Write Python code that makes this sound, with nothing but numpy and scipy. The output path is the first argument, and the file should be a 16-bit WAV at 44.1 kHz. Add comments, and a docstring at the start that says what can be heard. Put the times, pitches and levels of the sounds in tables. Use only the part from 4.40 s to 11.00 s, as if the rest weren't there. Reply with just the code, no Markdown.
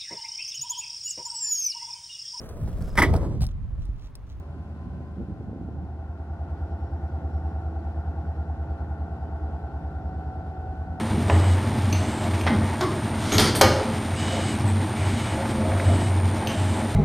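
"""Freight train across open ground

A two-stroke diesel locomotive hauls a freight train slowly towards a stereo microphone. Its exhaust
throbs and its cylinders clatter in a pattern that repeats with every crank turn; gears and
turbocharger whine, wheels hiss and loose fittings rattle. A distant position, with a gust of wind
on the microphone, dissolves into a nearer one, where the engine takes on load near the end."""
import sys
import numpy as np
from scipy import signal
from scipy.fft import rfft, irfft, next_fast_len
from scipy.io import wavfile
from scipy.ndimage import uniform_filter1d

SR = 44100
rng = np.random.default_rng(int(sys.argv[2]) if len(sys.argv) > 2 else 0)


def pcm_store(signal):
    """Save signal as 16-bit PCM."""
    levels = np.round(np.clip(np.atleast_2d(signal), -1, 1) * 32767)
    wavfile.write(sys.argv[1], SR, levels.astype(np.int16).T)


N = 291048
TIME, FREQS = np.arange(N) / SR, np.arange(N // 2 + 1) * SR / N
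SIDES = np.array([[1], [-1]])  # left, right
DISSOLVE_START_S, DISSOLVE_LENGTH_S = .55, 1.7  # from the far position to the near one
LOAD_START_S, LOAD_RISE_S = 5.43, .27
FAR_WANDER_RAD, NEAR_WANDER_RAD = 1.1, .6  # tones wander more from afar, through more air


def from_db(db):
    """Decibels to gain."""
    return 10 ** (np.asarray(db) / 20)


def rms_one(x):
    """Scale to unit power."""
    return x / np.sqrt(np.mean(x ** 2) + 1e-20)


def in_time(rows):
    """Each column after the first, which is seconds, at every sample."""
    s, *columns = np.transpose(rows)
    return [np.interp(TIME, s, c) for c in columns]


def ramp(start_s, length_s):
    """A straight rise from 0 to 1."""
    return np.clip((TIME - start_s) / length_s, 0, 1)


def gains(points):
    """Rows of Hz and dB as a gain at every frequency."""
    hz, db = np.transpose(points)
    return from_db(np.interp(np.log(FREQS + 1e-3), np.log(hz), db))


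def colour(x, points):
    """Shape x by a spectrum whose ends fall away; unit power."""
    skirts = 1 / (1 + (FREQS / points[-1][0]) ** 4) / (1 + (points[0][0] / (FREQS + 1e-3)) ** 4)
    return rms_one(irfft(rfft(x) * gains(points) * skirts, N))


def drift(rate_hz, step=40):
    """Slow random motion with spread 1, drawn every few samples and joined up."""
    size = next_fast_len(N // step + 2)
    hz = np.arange(size // 2 + 1) * SR / step / size
    slow = irfft(rfft(rng.standard_normal(size)) / (1 + (hz / rate_hz) ** 2), size)
    return np.interp(np.arange(N) / step, np.arange(size), rms_one(slow))


def tone(turns, order, wander, flutter_db, rough=0):
    """A sine at a multiple of a rotation, shaken by moving air; wander and rough are in radians."""
    phase = 2 * np.pi * (order * turns + rng.random()) + wander * drift(2.5)
    if rough:
        phase += rough * drift(35)
    return np.sqrt(2) * np.sin(phase) * from_db(flutter_db * drift(6))


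def approach_s():
    """Seconds since the end of the dissolve, negative before it."""
    return TIME - DISSOLVE_START_S - DISSOLVE_LENGTH_S


def level(near, far_db, near_db, db_per_s, load_db):
    """Gain of a part: steady from afar; from nearby it follows the approach and the load."""
    if not near:
        return from_db(far_db)
    load = ramp(LOAD_START_S, LOAD_RISE_S)
    return from_db(near_db + db_per_s * np.maximum(approach_s(), 0) + load_db * load)


def outdoors(x, echo_s):
    """Direct sound at the microphone, plus a short spray of reflections off ground and cars."""
    # Each row: frequency in Hz, lead of the left channel in radians, left minus right in dB.
    stereo_image = [(60, 0, 0), (110, 0, -.2), (190, -.05, -1.3), (300, -.4, -2.5), (520, .6, -1),
                    (750, .35, 1.1), (1200, .5, 2.2), (1630, 1.1, 3), (2570, .9, -1), (4500, 0, 0)]
    # Each row: frequency in Hz, share that arrives scattered in dB.
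    scatter = [(80, -32), (120, -22), (200, -16), (450, -12), (750, -19), (1150, -8), (1400, -13),
               (2000, -6)]
    hz, *columns = np.transpose(stereo_image)
    lead, balance_db = (np.interp(FREQS, hz, column) for column in columns)
    spray = rng.standard_normal(N) * np.exp(-TIME / echo_s) * (TIME < 10 * echo_s)
    scattered = gains(scatter) * rfft(spray) / np.sqrt(np.sum(spray ** 2))
    direct = from_db(SIDES * balance_db / 2) * np.exp(1j * SIDES * lead / 2)
    return irfft(rfft(x) * (direct + SIDES * scattered), N)


def hiss():
    """Wide, slightly unsteady hiss of air and rolling wheels, in which wheels and rails ring faintly."""
    # Each row: wheel or rail resonance in Hz, half width in Hz, dB relative to the hiss.
    rings = [(2090, 21, 1.5), (2620, 11, -2), (8480, 27, 0)]
    # Colour of the hiss. Each row: frequency in Hz, relative level in dB.
    spectrum = [(1500, 0.5), (2200, 4), (2600, 3), (3100, -0.5), (4800, -4.5), (6000, -8), (8400, -12),
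                (9100, -13), (9700, -8.5), (10200, -12), (13000, -16), (16000, -19)]
    # Stereo width. Each row: frequency in Hz, side against mid in dB.
    side_gain = [(1500, -2.5), (2300, 5.5), (4400, 2.5), (6000, 0), (9000, 1), (11000, -19)]
    resonance = 1 + sum(from_db(db) / (1 + 1j * (FREQS - hz) / width) for hz, width, db in rings)
    rolling = irfft(rfft(rng.standard_normal((2, N))) * resonance, N)
    mid, side = colour(rolling, spectrum)
    side = irfft(rfft(side) * gains(side_gain), N)
    return (mid + side * SIDES) * from_db(.55 * drift(14))


def rattle(parts=48, touches_per_s=1000, t60_s=.035):
    """Loose fittings on the running gear: soft, uneven touches, each swelling briefly in one part."""
    # Colour of the rattle. Each row: frequency in Hz, gain in dB.
    spectrum = [(2200, 0), (2700, 0), (3300, -2), (4800, -2.5), (6000, -6), (7500, -9)]
    out = np.zeros((2, N))
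    for hz in np.geomspace(2100, 7500, parts):
        when, force, place = rng.random((int(touches_per_s * N / SR / parts), 3)).T
        pan = np.array([np.cos(2 * np.pi * place), np.sin(2 * np.pi * place)])
        touches = np.full((2, N), 1e-18)
        touches[:, (when * N).astype(int)] = from_db(10 * force) * pan
        radius = from_db(-60 / (t60_s * SR))
        angle = 2 * np.pi * hz * (1 + .02 * rng.random()) / SR
        resonator = [0, np.sin(angle), 0.0036, 1, -2 * radius * np.cos(angle), radius * radius]
        out += signal.sosfilt([resonator] * 2, touches)  # two in series soften the attack
    return colour(out, spectrum)


def wind(low_cut_hz=38):
    """Wind on the microphone: dull eddies, brighter lumps as a puff hardens, single pressure kicks."""
    # Each row: crest of a puff in seconds, half length in seconds, level in dB.
    puffs = [(0.21, 0.087, -44), (0.566, 0.16, -40), (0.814, 0.04, -34.5), (0.914, 0.025, -34.5),
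             (1.11, 0.13, -38), (1.35, 0.11, -39)]
    # Each row: moment of a sharp buffet in seconds, half width in seconds, strength in dB.
    buffets = [(.2, .0012, -27), (.46, .0012, -27), (.606, .0012, -23), (.714, .0025, -23),
               (.774, .0009, -24), (.784, .0012, -25), (.804, .0011, -21), (.813, .001, -24),
               (.837, .0012, -22.5), (.887, .0012, -22), (.897, .0015, -21), (.907, .0012, -21),
               (1.011, .0009, -24), (1.085, .0018, -20.5), (1.095, .0009, -23.5), (1.132, .0008, -21),
               (1.162, .001, -21), (1.214, .001, -24), (1.288, .001, -23), (1.428, .0012, -22)]
    # Colours of the lumps and of the eddies. Each row: frequency in Hz, relative level in dB.
    lump_spectrum = [(30, -22.5), (60, 8.5), (100, -1), (170, 2.5), (300, -6), (420, -14), (600, -20.5),
                     (1200, -36.5)]
    eddy_spectrum = [(40, -24), (70, -13), (110, -3), (190, -6), (260, -8.5), (400, -24.5)]
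    power = sum(from_db(db) ** 2 * np.exp(-((TIME - s) / length) ** 2) for s, length, db in puffs)
    gust_db = 10 * np.log10(power + 1e-12)
    lump_db = gust_db + .35 * (gust_db - gust_db.max())  # lumps grow faster than the puff
    lump_gain = from_db(lump_db) * rms_one(from_db(2.3 * drift(86)))
    eddy_gain = from_db(gust_db * .5 - 21.5) * np.clip((gust_db + 63) / 10, 0, 1)
    lumps = colour(rng.standard_normal((2, N)), lump_spectrum) * lump_gain
    eddies = colour(rng.standard_normal((2, N)), eddy_spectrum) * eddy_gain
    mid, side = lumps + eddies
    for s, width_s, db in buffets:
        age = (TIME - s) / width_s
        mid = mid + from_db(db) * age * np.exp(-age ** 2)
    pressure = mid + from_db(-11.5) * side * SIDES
    return irfft(rfft(pressure) * FREQS ** 4 / (FREQS ** 4 + low_cut_hz ** 4), N)


def squeals():
    """Faint, thin whistles, probably from the wheels, that swell and die away."""
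    # Each row: crest in seconds, half length in seconds, pitch in Hz, level in dB.
    whistles = [(2.1, .2, 4820, -92), (5.08, .14, 4815, -96), (5.8, .27, 4615, -90)]
    return sum(from_db(db) * np.exp(-((TIME - s) / length) ** 2)
               * tone(TIME, hz, wander=1.7, flutter_db=5, rough=1.2) for s, length, hz, db in whistles)


def turbocharger():
    """A thin, flickering whistle that only carries a short way and sags under load."""
    # Each row: time in seconds, pitch in Hz, level in dB.
    whistle = [(1.4, 5452, -105), (2, 5452, -93), (2.42, 5452, -84), (2.8, 5452, -91), (2.97, 5452, -83),
               (3.15, 5452, -85), (3.42, 5452, -92), (3.9, 5452, -86), (4.5, 5452, -97), (5, 5450, -96),
               (5.25, 5435, -90), (5.55, 5420, -90), (5.7, 5410, -82.5), (5.8, 5405, -89),
               (5.95, 5400, -86), (6.2, 5395, -91)]
    hz, db = in_time(whistle)
    flicker = from_db(db + 3 * drift(25))
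    return flicker * tone(np.cumsum(hz) / SR, 1, wander=1.2, flutter_db=.8, rough=.75)


def sinking_hum(pitch_hz=171.8, sink_hz_per_s=7.3):
    """Three partials, probably the traction gears, gliding down through pitch_hz as the dissolve ends."""
    # Each row: multiple of the pitch, level in dB.
    partials = [(1, -53.5), (2, -53), (3, -62)]
    # The hum is clearest midway. Each row: time in seconds, gain in dB.
    swell = [(1.5, -3), (3.1, -4), (3.6, 1), (4.4, -1), (6.6, -3)]
    cycles = np.cumsum(pitch_hz - sink_hz_per_s * approach_s()) / SR
    hum = sum(from_db(db) * tone(cycles, order, wander=.56, flutter_db=2.5) for order, db in partials)
    return from_db(in_time(swell)[0]) * hum


def crank(speed, throb_s):
    """Crank angle in turns, zero on a throb; an order is a multiple of the crank's speed."""
    turns = np.cumsum(in_time(speed)[0]) / SR
    return turns - np.interp(throb_s, TIME, turns)


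def turn_noise(turns, alike):
    """Noise of which a share comes back the same on every crank turn."""
    size = int(N / (turns[-1] - turns[0]))
    repeated = rng.standard_normal(size)[(turns % 1 * size).astype(int) % size]
    return np.sqrt(alike) * repeated + np.sqrt(1 - alike) * rng.standard_normal(N)


def whines(turns, near, gear_order=78.95):
    """Gears and pump, both driven by the crank."""
    gear = tone(turns, gear_order, wander=.2, flutter_db=1)
    octave = tone(turns, 2 * gear_order, wander=.3, flutter_db=1.2)
    pump_order, wander, rough = (113, NEAR_WANDER_RAD, 0) if near else (105.5, FAR_WANDER_RAD, .7)
    pump = tone(turns, pump_order, wander, flutter_db=2, rough=rough)
    return (gear * level(near, far_db=-65, near_db=-60.5, db_per_s=1, load_db=12.5)
            + octave * level(near, far_db=-70, near_db=-70.5, db_per_s=3, load_db=-2)
            + pump * level(near, far_db=-63, near_db=-70, db_per_s=1.6, load_db=-10))


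def firing(turns, width=.25):
    """One exhaust pulse for each cylinder, some stronger than others."""
    # Strength in dB of the sixteen pulses of a turn, in firing order.
    cylinders_db = (-6, -4, -4, 1, -1, -9, 0, -2, -3, -1, 1.5, -4, -3, 0, -3, -3)
    beats = turns * len(cylinders_db)
    nearest = np.round(beats).astype(int)
    strength = from_db(cylinders_db)[nearest % len(cylinders_db)]
    return strength * np.exp(-((beats - nearest) / width) ** 2)


def knocking(turns, slip_turns=.005, spread_db=2.2):
    """Cylinder knocks around the turn, each a little off in force and time; load shifts their weight."""
    # Each row: turns after the throb, half width in turns, strength in dB, change under load in dB.
    knocks = [(.04, .02, -7, 0), (.13, .028, -9.5, 2), (.21, .04, -7, 4), (.33, .035, -12, 7),
              (.39, .015, -12, 4), (.44, .018, -9.5, 5), (.515, .024, -6.5, -3), (.71, .024, -5.5, 6),
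              (.76, .014, -12, 0), (.815, .02, -10, 0), (.915, .045, -1.2, -2), (.995, .018, -4.2, -3)]
    load = ramp(LOAD_START_S, LOAD_RISE_S)
    loose_turns = turns + slip_turns * drift(30)
    pattern = np.zeros(N)
    for at, width, db, load_db in knocks:
        offset = (loose_turns - at + .5) % 1 - .5
        pattern += from_db(db + load_db * load) * np.exp(-(offset / width) ** 2)
    return pattern * from_db(spread_db * drift(45))


def clatter(turns, knocks):
    """The engine block's ringing, evened out, then driven by the run of knocks."""
    # Each row: crank order of a ring of the block, dB relative to the noise.
    block_rings = [(69, -6), (71, -14), (73, -7), (82, -17), (84, -17)]
    # Colour of the block's noise, and the band it radiates. Each row: frequency in Hz, gain in dB.
    spectrum = [(500, -36), (600, -16.5), (660, 3.5), (720, -2), (775, 4), (830, -1), (865, -4),
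                (910, -3.5), (960, -21), (1100, -19.5), (1600, -34.5)]
    block_band = [(400, -14.5), (590, -4), (655, 1.5), (800, 1.5), (910, 1.5), (970, -7.5), (1600, -4)]
    rings = sum(from_db(db) * tone(turns, order, wander=.25, flutter_db=1.5) for order, db in block_rings)
    ringing = colour(turn_noise(turns, alike=.45), spectrum) + rings
    ringing /= np.sqrt(uniform_filter1d(ringing ** 2, size=500) + .15)
    return colour(ringing * (1 + 2.8 * knocks), block_band)


def machinery(turns, near):
    """Gas and metal in stack, block and fan housing, timed by knocks and firings, over humming panels."""
    # Colours of the low rumble and of the exhaust roar. Each row: frequency in Hz, relative level in dB.
    rumble_spectrum = [(25, -15), (38, -17), (52, 5), (100, 3.5), (160, -1.5), (200, -3.5), (320, -7),
                       (400, -8), (450, -14), (490, -15), (522, -15), (548, -11), (575, -16), (800, -30.5)]
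    roar_spectrum = [(700, 2.5), (1020, -0.5), (1130, -2.5), (1240, -5.5), (1330, -3), (1410, -0.5),
                     (1500, -0.5), (1600, -9.5), (1930, -11), (2150, -25.5), (3000, -33)]
    # Rings of the engine panels and of the fan housing. Each row: crank order, relative level in dB.
    panel_rings = [(13, -7), (17, -6), (23, -10), (30, -10), (34, -11), (44, -13), (51, -18), (57, -16)]
    housing_rings = [(141, -3), (142, -3), (144, 0), (146, -1), (149, -1), (151, -3)]
    knocks = knocking(turns)
    pulses = 1 + .7 * firing(turns)
    rumble = colour(turn_noise(turns, alike=.2) * (1 + .12 * knocks), rumble_spectrum)
    panels = sum(from_db(db) * tone(turns, order, wander=.57, flutter_db=1.5)
                 for order, db in panel_rings)
    roar = colour(turn_noise(turns, alike=.2) * pulses, roar_spectrum)
    housing = pulses * sum(from_db(db) * tone(turns, order, wander=1.4, flutter_db=3.5)
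                           for order, db in housing_rings)
    block = clatter(turns, knocks)
    return (rumble * level(near, far_db=-43.5, near_db=-39.5, db_per_s=.1, load_db=1.4)
            + panels * level(near, far_db=-55.5, near_db=-48, db_per_s=.62, load_db=-1.5)
            + block * level(near, far_db=-55.5, near_db=-46, db_per_s=.72, load_db=-4)
            + roar * level(near, far_db=-59, near_db=-54.5, db_per_s=.12, load_db=-.7)
            + housing * level(near, far_db=-82.5, near_db=-70, db_per_s=.33, load_db=1))


def boom(turns, near, orders=(6, 7, 8, 9), trim_db=-.24, swell_db=.55):
    """Exhaust throb: neighbouring low orders swell together once a turn; under load they stray more."""
    # Level in dB of each of the four orders from afar.
    far_levels = (-47.5, -50, -38.5, -47)
    # From nearby. Each row: time in seconds, then the level in dB of each order.
    near_levels = [(1.5, -52, -50, -33, -47), (1.85, -52.5, -44.5, -33.0, -41.0),
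                   (2.15, -53.5, -40.0, -33.0, -36.0), (2.45, -49.0, -38.0, -32.5, -38.5),
                   (2.7, -50.0, -40.0, -32.0, -37.5), (2.95, -55.0, -38.0, -30.0, -40.0),
                   (3.15, -53.5, -36.0, -30.5, -42.0), (3.42, -54.5, -41.0, -31.0, -45.0),
                   (3.7, -53.0, -41.0, -30.0, -39.5), (3.95, -53.0, -38.0, -31.5, -41.0),
                   (4.2, -53.5, -37.0, -30.5, -41.0), (4.38, -50.0, -36.5, -33.5, -45.5),
                   (4.58, -50.0, -38.0, -32.5, -49.0), (4.8, -55.5, -40.5, -36.0, -46.0),
                   (5.05, -50.5, -36.0, -30.5, -51.0), (5.35, -44.5, -37.5, -38.0, -47.5),
                   (5.6, -48.5, -37.5, -35.0, -46.5), (5.8, -53.0, -39.5, -34.0, -42.0),
                   (6.1, -50.5, -42.0, -36.0, -42.0), (6.5, -52.0, -49.0, -36.5, -41.5)]
    levels_db = in_time(near_levels) if near else far_levels
    stray_rad = .16 + .16 * ramp(LOAD_START_S, LOAD_RISE_S)
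    throb = sum(from_db(db) * np.cos(2 * np.pi * order * turns + stray_rad * drift(3))
                for order, db in zip(orders, levels_db))
    return np.sqrt(2) * throb * from_db(trim_db + swell_db * drift(9.1))


def locomotive(turns, near):
    """Everything that the crank drives, and the tones heard from one position only."""
    engine = boom(turns, near) + machinery(turns, near) + whines(turns, near)
    if near:
        return engine + turbocharger() + squeals() + sinking_hum()
    far_hum = from_db(-61.5) * tone(turns, order=59, wander=FAR_WANDER_RAD, flutter_db=2)
    return engine + far_hum


def scene():
    """The far position gives way to the near one in a straight crossfade, so the level dips midway."""
    # Crank speed at each position; load drags it down. Each row: time in seconds, turns per second.
    far_speed = [(0, 9.76), (6.6, 9.76)]
    near_speed = [(0, 9.63), (2, 9.597), (5.3, 9.595), (5.6, 9.51), (6.6, 9.51)]
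    fade = ramp(DISSOLVE_START_S, DISSOLVE_LENGTH_S)
    train = (1 - fade) * locomotive(crank(far_speed, throb_s=.516), near=False)
    train += fade * locomotive(crank(near_speed, throb_s=3.065), near=True)
    air = from_db(-73) * np.hypot(1 - fade, fade) * hiss()
    fittings = np.hypot((1 - fade) * from_db(-80.5), fade * from_db(-76.5)) * rattle()
    gust = wind() * from_db(-.8 * SIDES)  # a little stronger on the right
    return outdoors(train, echo_s=.043) + gust + air + fittings


def record(dry):
    """The top is cut steeply above 15750 Hz."""
    return signal.sosfilt(signal.ellip(10, .1, 80, 15750, fs=SR, output="sos"), dry)


dry = scene()
out = record(dry)
pcm_store(out)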